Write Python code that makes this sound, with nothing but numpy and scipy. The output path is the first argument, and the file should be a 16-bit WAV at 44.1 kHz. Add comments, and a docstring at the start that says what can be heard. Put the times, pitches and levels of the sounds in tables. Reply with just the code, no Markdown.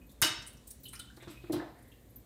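"""Low hum, hiss and a few faint ticks in a hard, small kitchen, then one sharp clack: a hand shifts
dishes in the sink. The clack is a dish struck in quick contacts, each a crack plus ringing modes.
Thin edges slip and tick, utensils chatter and clink. A plastic tub rubs along the rim and is set
down with hollow, hand-damped thumps. The microphone is a step away on the counter."""
import sys
import numpy as np
from scipy import signal
from scipy.fft import rfft, irfft
from scipy.io import wavfile
from scipy.ndimage import uniform_filter1d

SR = 44100
rng = np.random.default_rng(int(sys.argv[2]) if len(sys.argv) > 2 else 0)


def transcribe(signal):
    """Save signal, clipped to [-1, 1], as a 16-bit WAV file at the path in sys.argv[1]."""
    frames = np.atleast_2d(signal).T
    limited = np.clip(frames, -1, 1)
    pcm = np.round(limited * 32767).astype(np.int16)
    wavfile.write(sys.argv[1], SR, pcm)


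N = 99225
EVENT_SAMPLES, LEAD_SAMPLES = 16384, 512  # one contact; lead-in before its onset
EVENT_T_S = np.maximum(np.arange(EVENT_SAMPLES) - LEAD_SAMPLES, 0) / SR

# Hiss and rumble spectrum: f/Hz, relative density/dB
AIR_SPECTRUM = [(15, -11), (25, 5), (65, 0.5), (172, -8.5), (288, -7), (410, -14.5), (746, -19), (854, -26),
                (3910, -32), (5880, -33.5), (12200, -32), (15200, -34.5), (16500, -45)]
# Hum tones: f/Hz, rms level/dB, level waver/dB, pitch waver/Hz
HUM_TONES = [(54, -63.5, 0.5, 1.17), (123.6, -66.5, 3.5, 6.7)]
# Room decay: f/Hz, t60/s
ROOM_DECAY = [(60, 0.32), (250, 0.23), (1000, 0.53), (3000, 0.53), (6000, 0.41), (10000, 0.21),
              (16000, 0.175)]
# Room echo strength: f/Hz, level/dB
ROOM_LEVELS = [(60, -15), (300, 2.5), (1000, 1), (3000, 2.5), (8000, 0), (16000, 1)]
# Edge slips: t/s, peak level/dB, centre f/Hz, width/oct, t60/s, relative broadband level/dB
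EDGE_TICKS = [(0.066, -57, 13100, 0.11, 0.03, -26), (0.093, -52.5, 3700, 0.12, 0.12, -12),
              (0.114, -51.5, 12800, 0.28, 0.038, 7), (0.42, -43.5, 5170, 0.63, 0.029, -24),
              (0.463, -41, 8900, .15, 0.076, -21), (.471, -39, 9200, 0.12, 0.03, -11),
              (0.528, -52, 13200, .4, .05, -8), (0.567, -54, 5850, 0.17, 0.036, -10),
              (0.671, -44.5, 8700, 0.13, 0.064, -8), (0.673, -42, 15020, 0.13, .05, -14),
              (0.702, -39, 9140, 0.097, 0.018, -20), (0.705, -39, 15500, 0.059, 0.04, -2),
              (.800, -50, 15400, .15, 0.044, -26), (0.832, -38, 14700, 0.25, 0.077, -7.5),
              (0.85, -46, 11600, 0.072, 0.14, -20), (0.883, -41, 8550, 0.06, 0.057, -16),
              (0.927, -43, 10800, 0.11, 0.044, -18), (0.931, -40.5, 9400, 0.11, 0.071, -14),
              (0.947, -43, 9200, 0.057, 0.028, -11), (0.951, -49, 5660, 0.26, 0.05, -19),
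              (0.991, -34, 9000, 0.12, 0.023, -7), (1.164, -48, 4030, 0.26, .06, -7.5),
              (1.221, -53, 8360, 0.12, 0.033, -9), (1.3, -51, 8200, 0.05, 0.19, -12),
              (1.304, -51, 11800, .1, .12, -10), (1.485, -63, 13600, .2, .06, -17),
              (1.521, -34, 10300, 1, 0.1, -16), (1.822, -55, 10210, 0.23, 0.031, -8),
              (1.785, -58.5, 9180, .12, 0.044, -9.5), (1.878, -56, 12000, .25, 0.069, -10),
              (1.914, -58, 12500, 0.18, 0.047, 0), (2.101, -56.5, 12000, 0.15, 0.032, -31),
              (2.158, -40, 13230, .12, 0.022, -28.5)]
# Tub rubbing the rim: t/s, peak level/dB, centre f/Hz, width/oct, t60/s
RIM_SCRAPES = [(1.225, -46.5, 2100, 1, 0.078), (.931, -46, 1600, 0.72, 0.13),
               (1.275, -44.5, 2840, 0.83, 0.3), (1.2, -51, 2040, 0.29, 0.18), (1.2, -52.5, 3600, 0.1, 0.51),
               (1.42, -57, 3600, .3, 0.66), (1.915, -54.5, 3000, .25, 0.095),
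               (1.522, -37, 3690, 0.39, 0.21), (1.60, -41, 617, 0.68, 0.46), (1.75, -59, 1850, 0.19, 0.99)]
# Utensil contacts: t/s, peak level/dB, excitation f/Hz
UTENSIL_HITS = [(0.0149, -58, 2620), (0.84, -50, 4100), (0.854, -43, 3010), (0.861, -54, 3550),
                (.858, -48, 4100), (.875, -46.5, 3050), (0.931, -51, 1350), (0.933, -49, 4100),
                (.943, -56.5, 1340), (0.954, -47, 5250), (0.963, -51, 2950), (0.996, -41.5, 4060),
                (0.996, -43, 3100), (.995, -47, 1470), (1.009, -58.5, 4450), (1.009, -49, 3500),
                (1.042, -52, 3080), (1.043, -58, 1467), (1.054, -57, 3730), (1.083, -55.5, 3130),
                (1.101, -52, 1630), (1.356, -55, 2540), (1.372, -51, 2540), (1.41, -59, 2530),
                (1.454, -60.5, 2500), (1.469, -53, 2480), (1.598, -37, 1760)]
# Utensil modes: f/Hz, relative level/dB, t60/s
UTENSIL_MODES = [(1340, 0, 0.034), (1450, 0, 0.038), (1597, 0, .03), (1800, 0, 0.019), (2525, 0, 0.062),
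                 (2957, 0, 0.055), (3057, -3, 0.048), (3560, -4, 0.044), (3650, 0, .04), (4075, 2, 0.017),
                 (4470, -3, 0.048), (5230, 0, 0.03)]
# Tub contacts: t/s, peak level/dB, excitation f/Hz, rattle gain/dB,
# t60/ratio, pitch under grip/ratio, onset detuning/fraction
TUB_HITS = [(.221, -27, 136, -8.5, 0.3, 1.02, 0.14), (.244, -34.5, 340, -14, 1.44, 0.96, 0.11),
            (.30, -41.5, 119.6, -16, 0.66, 0.94, 0.16), (0.383, -46.5, 118, -28, 0.83, 1.1, 0.091),
            (.545, -47, 120, -42, 0.8, 1.26, -0.013), (0.782, -52, 128, -23, 0.53, 1.01, 0.0083),
            (.989, -47, 118, -22, 0.56, 0.87, 0.17), (1.171, -46, 397, -1.5, 0.27, 1.08, 0.055),
            (1.223, -44.5, 503, -5, 0.29, 1.13, -0.0057), (1.271, -35.5, 182, -10, 0.49, 1.006, 0.13),
            (1.3, -46, 297, -6.5, 0.41, .95, 0.036), (1.438, -39, 277, -14, 0.2, 1.02, 0.12),
            (1.4957, -26, 340, -22, 1.55, 0.91, .27), (1.529, -26.5, 346, -12.5, 0.72, 1.1, -0.07),
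            (1.536, -36, 140, 0, 0.49, 0.91, 0.041), (1.557, -34.5, 336.4, -7, 0.48, .98, 0.087),
            (1.567, -34, 123, -11, 0.63, 1.1, 0.15), (1.582, -38.5, 400, -10.5, 0.47, 1, 0.019),
            (1.598, -40, 425, -5.5, 0.56, 1.03, -0.00045), (1.62, -38.5, 344, -13.5, 0.25, 1.01, 0.055)]
# Tub modes: f/Hz, relative level/dB, t60/s
TUB_MODES = [(115.6, 1, 0.082), (186, -12.5, 0.21), (277, -13, 0.19), (322, -1.5, 0.16),
             (442.6, -14.5, 0.1), (609, -9.5, 0.15), (770, -12.5, 0.31), (970, -5.5, 0.039),
             (1094, -11.5, .08)]
# Dish contacts: t/s from clack onset, peak level/dB, excitation f/Hz
DISH_HITS = [(0, -18, 10950), (.0005, -27, 1250), (.0026, -16.5, 8500), (.005, -17, 9100),
             (.0062, -17.5, 2120), (.0088, -13.5, 5600), (.009, -16.5, 2100), (0.0172, -16, 2850),
             (.018, -25.5, 650), (.028, -21.5, 4850), (.045, -26, 3100)]
# Dish modes: f/Hz, relative level/dB, t60/s
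DISH_MODES = [(930, -0.5, 0.096), (1285, 4, 0.1), (1674, -1.5, 0.059), (2133, -1, 0.035), (2635, -2, 0.082),
              (2935, 0, 0.086), (3130, -0.5, .15), (3720, -3, 0.1005), (3835, -4, .08), (4340, -6, 0.097),
              (4830, 0.5, 0.064), (5330, -4.5, 0.054), (6210, -1, 0.046), (6800, -6, 0.087),
              (7630, -15.5, .1), (9000, 1, 0.057)]


def undb(db):
    """Decibels to gain."""
    return 10 ** (np.asarray(db) / 20)


def lookup(table, hz):
    """Table value at hz, interpolated over log frequency."""
    table_hz, values = np.array(table, float).T
    return np.interp(np.log(np.maximum(hz, 1)), np.log(table_hz), values)


def bell(hz, centre_hz, width_oct):
    """Gaussian gain over log frequency."""
    return np.exp(-.5 * (np.log2(np.maximum(hz, 1) / centre_hz) / width_oct) ** 2)


def colour(x, gain):
    """Filter by gain(f/Hz)."""
    return irfft(rfft(x) * gain(np.fft.rfftfreq(len(x), 1 / SR)), len(x))


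def fade(t, t60_s):
    """Decay of 60 dB per t60_s."""
    return np.exp(-np.log(1000) * t / max(t60_s, 1e-3))


def wander(rate_hz):
    """Smooth random drift, unit deviation."""
    span = int(SR / rate_hz)
    steps = np.repeat(rng.standard_normal(N // span + 1), span)
    drift = uniform_filter1d(uniform_filter1d(steps, span), span)[:N]
    return drift / drift.std()


def unit_peak(x):
    """Scale to peak 1."""
    return x / np.abs(x).max()


def add(out, event, onset_s, peak_db):
    """Mix one contact into out."""
    start = round(onset_s * SR) - LEAD_SAMPLES
    event = event[:N - start]
    out[start:start + len(event)] += unit_peak(event) * undb(peak_db)


def ring(modes, centre_hz, width_oct, detune=0., settle_s=0.01335):
    """Decaying modes, strongest near the excitation centre; any onset detuning settles."""
    warped_s = EVENT_T_S + detune * settle_s * (1 - np.exp(-EVENT_T_S / settle_s))
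    tone = 0
    for k, (hz, db, t60_s) in enumerate(modes):
        gain = (-1) ** k * undb(db) * bell(hz, centre_hz, width_oct)
        tone += gain * np.sin(2 * np.pi * hz * warped_s) * fade(EVENT_T_S, t60_s)
    return unit_peak(tone)


def burst(gain, t60_s, rise_s, grain_db, hold_s=0.):
    """Spray of micro-contacts through a resonance: rise, hold, decay."""
    grains = rng.standard_normal(EVENT_SAMPLES) * undb(grain_db * rng.exponential(size=EVENT_SAMPLES))
    envelope = (1 - np.exp(-EVENT_T_S / rise_s)) * fade(np.maximum(EVENT_T_S - hold_s, 0), t60_s)
    return unit_peak(colour(grains * envelope, gain))


def air(flicker_db=1.5, rms_above_80hz_db=-59.5):
    """Room hiss and rumble; each octave band flickers slightly."""
    noise = 0
    for hz in 30 * 2 ** np.arange(10.):
        band = colour(rng.standard_normal(N), lambda f: bell(f, hz, .4) * undb(lookup(AIR_SPECTRUM, f)))
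        noise += band * undb(flicker_db * wander(rate_hz=8.39))
    return noise * undb(rms_above_80hz_db) / colour(noise, lambda f: f > 80).std()


def hum():
    """Two low tones wavering in level and pitch."""
    out = np.zeros(N)
    for hz, rms_db, waver_db, waver_hz in HUM_TONES:
        amplitude = np.sqrt(2) * undb(rms_db + waver_db * wander(rate_hz=19))
        pitch_hz = hz + waver_hz * wander(rate_hz=6.2)
        out += amplitude * np.sin(2 * np.pi * np.cumsum(pitch_hz) / SR)
    return out


def room_echoes(send, rise_s=0.0028):
    """Dense reflections off hard walls, decaying per half-octave band."""
    t = np.arange(SR) / SR
    tail = 0
    for hz in 60 * 2 ** np.arange(0, 8.5, .5):
        band = colour(rng.standard_normal(SR), lambda f: bell(f, hz, .2))
        t60_s = lookup(ROOM_DECAY, hz)
        unit_energy_decay = fade(t, t60_s) * np.sqrt(2 * np.log(1000) / (SR * t60_s))
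        tail += band * unit_energy_decay * undb(lookup(ROOM_LEVELS, hz))
    tail *= 1 - np.exp(-(t / rise_s) ** 2)
    return signal.fftconvolve(send, tail)[:N]


def edge_ticks():
    """Thin edges slip and snap: a bright resonance over broad crackle."""
    out = np.zeros(N)
    for onset_s, peak_db, hz, width_oct, t60_s, broad_db in EDGE_TICKS:
        spectrum = lambda f: bell(f, hz, width_oct) + undb(broad_db) * bell(f, 10000, 0.94)
        tick = burst(spectrum, t60_s, rise_s=0.0011, grain_db=-1, hold_s=0.0096)
        add(out, tick, onset_s, peak_db)
    return out


def rim_scrapes():
    """The tub rubs along the rim: grainy band noise."""
    out = np.zeros(N)
    for onset_s, peak_db, hz, width_oct, t60_s in RIM_SCRAPES:
        scrape = burst(lambda f: bell(f, hz, width_oct), t60_s, rise_s=0.0044, grain_db=2.77)
        add(out, scrape, onset_s, peak_db)
    return out


def utensil_clinks(noise_db=-7.5):
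    """Utensils touch: brief chatter drives their modes, over narrowband noise."""
    out = np.zeros(N)
    t = np.arange(2048) / SR
    for onset_s, peak_db, hz in UTENSIL_HITS:
        chatter = rng.standard_normal(len(t)) * fade(t, t60_s=0.033)
        tone = signal.fftconvolve(ring(UTENSIL_MODES, hz, width_oct=0.036), chatter)[:EVENT_SAMPLES]
        noise = burst(lambda f: bell(f, hz, 0.18), t60_s=0.13, rise_s=0.0026, grain_db=0.5)
        add(out, unit_peak(tone) + undb(noise_db) * noise, onset_s, peak_db)
    return out


def tub_thumps(push_s=0.00116, rise_s=0.0024, rattle_hz=824):
    """Soft pushes ring the hollow, hand-damped tub and shake a short rattle loose."""
    out = np.zeros(N)
    push = np.hanning(int(push_s * SR) + 3)
    attack = 1 - np.exp(-EVENT_T_S / rise_s)
    for onset_s, peak_db, hz, rattle_db, t60_ratio, pitch_ratio, detune in TUB_HITS:
        gripped_modes = [(f * pitch_ratio, db, t60_s * t60_ratio) for f, db, t60_s in TUB_MODES]
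        tone = ring(gripped_modes, hz, width_oct=0.79, detune=detune)
        body = np.convolve(tone, push / push.sum())[:EVENT_SAMPLES] * attack
        rattle = burst(lambda f: bell(f, rattle_hz, 0.89), t60_s=0.089, rise_s=0.0029, grain_db=0.75)
        add(out, body + undb(rattle_db) * rattle, onset_s, peak_db)
    return out


def dish_clack(onset_s=0.2166, snap_hz=12600, crack_db=5):
    """A dish knocked hard: a snap at first touch, then a crack and short ring per contact."""
    out = np.zeros(N)
    snap = burst(lambda f: bell(f, snap_hz, 0.54), t60_s=0.0055, rise_s=5e-5, grain_db=0)
    add(out, snap, onset_s, peak_db=-10)
    for delay_s, peak_db, hz in DISH_HITS:
        crack = burst(lambda f: bell(f, hz, 0.66), t60_s=0.031, rise_s=1e-4, grain_db=4.3)
        tone = ring(DISH_MODES, hz, width_oct=0.63)
        add(out, tone + undb(crack_db) * crack, onset_s + delay_s, peak_db)
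    return out


def scene():
    """Mono mix of contacts, echoes and background."""
    contacts = np.array([dish_clack(), edge_ticks() + rim_scrapes(), utensil_clinks(), tub_thumps()])
    send_db = [0, -3.5, -5, -1.5]  # less reaches the room from deep in the basin
    echoes = room_echoes(undb(send_db) @ contacts)
    return (contacts.sum(axis=0) + echoes + air() + hum())[None]


def record(dry, low_cut_hz=45.4, droop_hz=15200, top_cut_hz=16750):
    """Microphone: deep bass cut, treble droop, then a steep top cut."""
    x = signal.sosfilt(signal.butter(6, low_cut_hz, "high", fs=SR, output="sos"), dry)
    x = signal.sosfilt(signal.butter(10, droop_hz, fs=SR, output="sos"), x)
    return signal.sosfilt(signal.ellip(10, .2, 70, top_cut_hz, fs=SR, output="sos"), x)


dry = scene()
out = record(dry)
transcribe(out)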